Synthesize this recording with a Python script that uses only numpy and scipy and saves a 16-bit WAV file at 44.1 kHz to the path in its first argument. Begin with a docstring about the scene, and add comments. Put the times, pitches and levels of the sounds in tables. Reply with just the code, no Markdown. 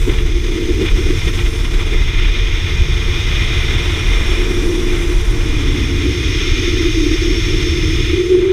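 """On a zipline: a rider glides down the cable, holding a cased camera out into a strong airstream.
Wind buffets the microphone as low noise whose level heaves and thumps. Eddies blow a hollow wavering hum
on the case, as noise, spread tones and a tone; fine turbulence hisses as noise bands and wall resonances.
The trolley's pulleys run over the strands of the steel cable: harmonics of the strand rate make a thin
whine that sinks as the ride slows."""
import sys
import numpy as np
from scipy import signal
from scipy.fft import rfft, irfft, next_fast_len
from scipy.io import wavfile
from scipy.ndimage import uniform_filter1d

SR = 44100
rng = np.random.default_rng(int(sys.argv[2]) if len(sys.argv) > 2 else 0)


def store_wav(level_fs):
    """Save 16-bit WAV to argv[1]."""
    pcm = np.round(np.clip(np.atleast_2d(level_fs), -1, 1) * 32767)
    wavfile.write(sys.argv[1], SR, pcm.T.astype(np.int16))


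N = 375732  # samples


def from_db(db):
    """Decibels to gain."""
    return 10 ** (np.asarray(db) / 20)


def rms_one(x):
    """Scale to unit rms."""
    return x / np.sqrt(np.mean(x ** 2) + 1e-20)


def in_time(rows):
    """Each column of a curve, joined by straight lines, at every sample."""
    times, *columns = np.transpose(rows)
    t = np.arange(N) / SR
    return [np.interp(t, times, column) for column in columns]


def swells(rows):
    """Bell-shaped changes of level in dB, from rows of (t/s, half-length/s, change/dB)."""
    t = np.arange(0, N + 100, 100) / SR     # a coarse grid is enough for such slow curves
    change_db = np.zeros(len(t))
    for centre_s, half_s, db in rows:
        change_db += db * np.exp(-np.minimum(((t - centre_s) / half_s) ** 2, 30))
    return np.interp(np.arange(N) / SR, t, change_db)


def drift(rate):
    """Smooth random motion of rms 1 that turns about rate times a second: noise through two equal poles."""
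    step = 20       # samples between the points of the slow motion
    pole = np.exp(-2 * np.pi * rate * step / SR)
    noise = rng.standard_normal(N // step + 2002)
    slow = signal.lfilter([1], [1, -2 * pole, pole ** 2], noise)[2000:]     # drop the filter's start-up
    return np.interp(np.arange(N) / step, np.arange(len(slow)), rms_one(slow))


def shaped(x, gain_at):
    """Filter x by a gain that is a function of frequency; unit rms."""
    size = next_fast_len(N + SR // 4)
    hz = np.maximum(np.arange(size // 2 + 1) * SR / size, 1)
    return rms_one(irfft(rfft(x, size) * gain_at(hz), size)[:N])


def coloured(points):
    """Noise with a colour given as (f/Hz, density/dB), silent outside its range; unit rms."""
    freqs, levels = np.transpose(points)

    def gain_at(hz):
        return from_db(np.interp(np.log(hz), np.log(freqs), levels, left=-np.inf, right=-np.inf))

    return shaped(rng.standard_normal(N), gain_at)


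def resonant(drive, modes):
    """The drive rings in steep-sided resonances (f/Hz, width/Hz, level/dB), added in power; unit rms."""
    def gain_at(hz):
        power = 0
        for f, width, db in modes:
            power = power + (from_db(db) / (1 + 2 * ((hz - f) / width) ** 2)) ** 2
        return np.sqrt(power)

    return shaped(drive, gain_at)


def steadied(x, seconds):
    """Hold the strength of x even over spans longer than the given time."""
    power = uniform_filter1d(x ** 2, max(int(seconds * SR), 2))
    return x / np.sqrt(power + 1e-6)


def wavering(hz, width_hz):
    """A tone whose strength and phase wander, spreading it over about the given width; unit rms."""
    phase = 2 * np.pi * np.cumsum(hz) / SR
    return rms_one(drift(width_hz) * np.cos(phase) + drift(width_hz) * np.sin(phase))


def buffeting():
    """Large eddies press on the microphone and now and then thump it; smaller ones flutter on top."""
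    # push of the wind, before trims: t/s, rumble level/dB, flutter level/dB
    wind = [(0, -9, -21), (.2, -13.5, -19.5), (.65, -18, -24), (.82, -16, -20.5), (1.33, -14.5, -18.5),
            (1.6, -12.5, -23), (2.0, -12, -21), (2.5, -14.5, -22.5), (2.8, -15, -16), (3.2, -15, -19),
            (3.8, -16, -17), (4.15, -12.5, -21), (4.75, -15, -24), (5.6, -14.5, -19), (6.05, -20, -16.5),
            (7.1, -14, -22), (8.07, -17, -16), (8.25, -26, -24)]
    # thumps (+) and lulls (-) of the large eddies: t/s, change of the rumble/dB
    thumps = [(.05, -2.5), (.24, 5), (.44, 5.5), (.53, -1), (.8, -3), (.92, 5.5), (1.08, 4), (1.48, 5.5),
              (1.56, -6), (1.77, 5.5), (2.66, -8), (2.82, 7), (3.0, -7), (3.08, 6), (4.62, -2), (5.17, 8),
              (5.7, 6.5), (6.17, -10)]
    # noise colour of the large eddies: f/Hz, density/dB
    rumble_colour = [(8, -17), (16, -5), (25, 1.5), (38, 7.5), (50, -9), (65, -8), (100, -42)]
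    # noise colour of the smaller eddies: f/Hz, density/dB
    flutter_colour = [(40, -11), (62, 0.5), (90, 0.5), (115, -6.5), (150, -12.5), (200, -25), (300, -44),
                      (600, -56)]
    thump_half_s = 0.034
    sway_db, sway_per_s = 1.66, 6       # chance swells of the rumble, besides the thumps

    rumble_db, flutter_db = in_time(wind)
    thump_db = swells([(s, thump_half_s, db) for s, db in thumps])
    heave_db = thump_db + sway_db * drift(sway_per_s)
    rumble = from_db(rumble_db + heave_db - 0.9) * steadied(coloured(rumble_colour), seconds=0.162)
    flutter = from_db(flutter_db + 0.06) * steadied(coloured(flutter_colour), seconds=0.17)
    return rumble + flutter


def case_hum(gust):
    """Eddies ring the cavities: ragged ones all of them, evenly shed ones those near their own rate."""
    # eddies shed by the case: t/s, shedding rate f/Hz, regular share 0-1
    eddies = [(0, 335, 0.07), (.7, 312, .25), (1.3, 300, 0.21), (2.5, 330, 0.12), (3.8, 330, 0.01),
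              (4.5, 340, .47), (5.0, 330, 0.66), (5.75, 267.9, 0.77), (6.4, 303.6, 0.64), (6.85, 320, 1),
              (7.1, 314, 0.99), (7.42, 328, .63), (7.7, 314, .7), (8.1, 316, 0.89), (8.16, 356, 0.99),
              (8.27, 369, 1), (8.4, 359, 0.98), (8.52, 377, 1)]
    # how hard the eddies blow on the case, before trim and gusts: t/s, level/dB
    blowing = [(0, -30), (.65, -20.5), (1.05, -22), (1.45, -27.5), (2.4, -32), (3.5, -29), (4.35, -24),
               (4.72, -16.5), (5.0, -21.5), (5.4, -24.5), (5.7, -22), (6.45, -23), (6.98, -14), (7.5, -20),
               (8.1, -20), (8.17, -10), (8.36, -7.8), (8.52, -11)]
    # brief surges (+) and stalls (-) of the hum: t/s, half-length/s, change/dB
    surges = [(.09, 0.026, 13), (.52, .02, 3), (.62, 0.013, 3.5), (.71, 0.018, 6.5), (.82, 0.027, 7.5),
              (.9, 0.046, -8), (1.11, .02, 5), (1.21, 0.036, -15), (1.28, 0.017, 3), (1.95, .02, 11),
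              (5.24, .05, -10), (6.07, .025, 7), (6.86, .035, 1.5), (6.93, .02, -17), (7.19, 0.023, -13),
              (7.43, 0.031, -12), (8.0, .015, 2.5), (8.05, .02, -5)]
    # air cavities of the case: f/Hz, width/Hz, relative level/dB
    cavities = [(260, 116, -13), (316.4, 27, -8.5), (353.3, 18.7, 0), (396, 32, -11), (444, 29, -11.5)]
    # a narrow gap that rings along more steadily: f/Hz, width/Hz, relative level/dB
    narrow_gap = [(440.7, 31, 0)]
    # shed faster than this, the eddies turn largely into a tone at their own shedding rate
    lock_hz, lock_range_hz, lock_share = 337.5, 16, 0.71

    shed_hz, regular = in_time(eddies)
    hum_db = in_time(blowing)[0] + swells(surges)
    locked = lock_share * np.clip((shed_hz - lock_hz) / lock_range_hz, 0, 1)

    ragged = steadied(resonant(rng.standard_normal(N), cavities), seconds=0.11)
    sung = steadied(resonant(wavering(shed_hz, width_hz=33), cavities), seconds=0.053)
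    tone_hz = shed_hz * (1 + 0.0258 * drift(20.7))
    tone = np.sqrt(2) * np.sin(2 * np.pi * np.cumsum(tone_hz) / SR)
    even = np.sqrt(1 - locked) * sung + np.sqrt(locked) * tone      # the two beat against each other
    hum = np.sqrt(1 - regular) * ragged + np.sqrt(regular) * even

    gust_db = 0.83 * gust * (1.5 - regular)     # ragged hum shivers more
    gap_db = -31 + 0.26 * hum_db                # swells only a little with the hum
    gap = from_db(gap_db) * resonant(rng.standard_normal(N), narrow_gap)
    return from_db(hum_db - 1.0 + gust_db) * hum + gap


def slap_envelope(rise_s, fall_s):
    """Each short slap of air on the case swells quickly and dies away exponentially."""
    # slaps, each peaking one rise time after its t: t/s, relative peak level/dB
    slaps = [(0.093, -11), (0.1344, -14.5), (0.1824, -11.5), (0.862, -12), (0.882, -10.5), (1.105, -15),
             (1.2136, -12), (1.2757, -12.5), (1.3864, -10), (1.461, -11.5), (1.6444, -12), (1.7374, -14)]
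    envelope = np.zeros(N)
    for s, db in slaps:
        near = np.arange(max(int((s - 0.05) * SR), 0), min(int((s + 0.15) * SR), N))
        past_peak = near / SR - s - rise_s
        decay = np.maximum(-past_peak / rise_s, past_peak / fall_s).clip(0, 20)
        envelope[near] += from_db(db) * np.exp(-decay)
    return envelope


def airstream(gust):
    """Fine turbulence hisses on the case; all its bands shiver with the same gusts."""
    # broad rush, before trim and gusts: t/s, level/dB
    rush_level = [(0, -38), (.12, -31.5), (.3, -38.5), (.65, -38), (.85, -36), (1.8, -34), (2.5, -35.5),
                  (3.75, -30.5), (4.35, -29.5), (4.7, -33), (4.95, -31.5), (5.9, -34.5), (6.3, -38),
                  (7.9, -37), (8.25, -41.5), (8.52, -35)]
    # hiss in the case walls, which swells and ebbs as the rider swings, before trim and gusts: t/s, level/dB
    hiss_level = [(0, -31.5), (1.35, -28.5), (1.66, -31), (2.25, -24), (2.95, -27), (3.4, -22.5),
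                  (4.35, -24.5), (4.7, -30.5), (4.92, -26.5), (5.32, -31.5), (5.6, -27.5), (6.15, -25.5),
                  (6.48, -22), (6.95, -25), (7.93, -25), (8.07, -22.5), (8.28, -30), (8.52, -30)]
    # sizzle around 5 kHz, before trim and gusts: t/s, level/dB
    sizzle_level = [(0, -40.5), (1.3, -37), (1.75, -40), (3.5, -36), (5.3, -39), (6.0, -36.5),
                    (6.45, -32.5), (8.03, -33.5), (8.52, -45)]
    # top treble, before trim and gusts: t/s, level/dB
    top_level = [(0, -39.5), (.3, -47), (1.4, -42), (2.2, -48), (3.6, -44), (5.05, -42.5), (5.5, -45.5),
                 (7.0, -44), (8.05, -44.5), (8.52, -53)]
    # wall resonances of the case: f/Hz, width/Hz, relative level/dB
    wall_modes = [(1350, 314, -11), (1907, 275, -7), (2103, 172, 0.5), (2425, 138, 2), (2780, 120, -7),
                  (2970, 250, -7.5), (3135, 210, -15.5), (3450, 425, -1.5), (3560, 130, -7)]
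    # noise colours of rush, sizzle and top treble: f/Hz, density/dB
    rush_colour = [(120, 10), (220, 9), (430, 0), (540, 1), (800, -1), (1000, 2.5), (1400, 2), (2200, 1),
                   (5000, -23)]
    sizzle_colour = [(3000, -24), (3900, -2), (4450, -5), (4750, -1), (5000, 1.5), (5250, 3), (5500, 1.5),
                     (5750, -4), (6000, 2.5), (6400, 2.5), (6650, -2), (7050, -27), (8500, -50)]
    top_colour = [(5500, -14), (7300, 5), (8500, 1), (9300, 4), (10000, -4), (11600, -6), (12700, -8.5),
                  (13800, 0), (15000, -14)]

    rush_db, hiss_db = in_time(rush_level)[0], in_time(hiss_level)[0]
    sizzle_db, top_db = in_time(sizzle_level)[0], in_time(top_level)[0]
    walls = resonant(rng.standard_normal(N), wall_modes)
    open_air = coloured(rush_colour)

    # slaps add in power to the steady rush and hiss
    slap = from_db(-11.0) * slap_envelope(rise_s=0.0039, fall_s=0.012)
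    rush = np.hypot(from_db(rush_db + 0.3 + 1.34 * gust), 0.37 * slap) * open_air
    hiss = np.hypot(from_db(hiss_db - 0.22 + 1.1 * gust), slap) * walls
    sizzle = from_db(sizzle_db + 0.58 + 0.49 * gust) * coloured(sizzle_colour)
    top = from_db(top_db - 1.2 + 0.78 * gust) * coloured(top_colour)
    return rush + hiss + sizzle + top


def trolley():
    """The pulleys ride over the twisted strands: clear third and fifth harmonics among rougher ones."""
    # speed of the ride, as the rate of cable strands under the pulleys: t/s, strand rate f/Hz
    pulley = [(0, 1928), (.4, 1885), (.75, 1884), (1.0, 1850), (2.2, 1843), (3.2, 1856), (3.55, 1854),
              (4.07, 1868), (4.32, 1840), (4.52, 1871), (5.2, 1872), (5.52, 1853), (6.55, 1823),
              (6.8, 1838), (7.55, 1820), (7.95, 1785), (8.15, 1803), (8.4, 1772)]
    # strength of the whine, before trims: t/s, 2nd, 3rd and 5th harmonic level/dB (5th leads all the upper ones)
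    whine = [(0, -57, -49, -58), (.65, -54, -54, -58), (1.0, -54, -42, -54), (1.45, -55, -45.5, -47.5),
             (2.6, -44, -44, -66), (3.6, -34.5, -40.5, -51), (4.3, -44, -39, -47.5), (5.15, -55, -45, -48),
             (5.7, -49, -42, -51), (6.8, -33.5, -36, -54), (7.9, -36, -35.5, -53), (8.2, -48, -44, -53),
             (8.52, -49, -57, -59)]
    # rough upper harmonics: multiple of the strand rate, relative level/dB, width/Hz
    rough_harmonics = [(4, -0.5, 42), (5, -1.5, 43), (6, -8, 70), (7, -15, 70), (8, -20, 80)]

    strand_hz = in_time(pulley)[0] * (1 + 0.0018 * drift(17.3) + 0.0009 * drift(4))
    second_db, third_db, fifth_db = in_time(whine)
    phase = 2 * np.pi * np.cumsum(strand_hz) / SR
    clear_third = np.sqrt(2) * np.sin(3 * phase)
    clear_fifth = np.sqrt(2) * np.sin(5 * phase)

    second = wavering(2 * strand_hz, width_hz=6.3)
    third = clear_third + from_db(-6) * wavering(3 * strand_hz, width_hz=40)
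    rough = sum(from_db(db) * wavering(k * strand_hz, width) for k, db, width in rough_harmonics)
    upper = from_db(-4.5) * clear_fifth + from_db(-3.5) * rough
    whine_low = from_db(second_db - 2.5) * second + from_db(third_db - 0.5) * third
    return whine_low + from_db(fifth_db) * upper


def scene():
    """The air is choppy at first and smoother once the rider has swung round."""
    choppiness = np.interp(np.arange(N) / SR, [1.8, 2.4], [1.4, 0.7])
    gust = choppiness * drift(30.0)
    return (buffeting() + case_hum(gust) + airstream(gust) + trolley())[None, :]


def record(dry):
    """The highest peaks are rounded towards 0.9 and a steep low-pass cuts the top."""
    cutoff_hz = 15000
    rounded = dry / (1 + (dry / 0.9) ** 8) ** (1 / 8)
    low_pass = signal.ellip(12, 0.1, 90, cutoff_hz, fs=SR, output="sos")
    return signal.sosfilt(low_pass, rounded)


dry = scene()
out = record(dry)
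store_wav(out)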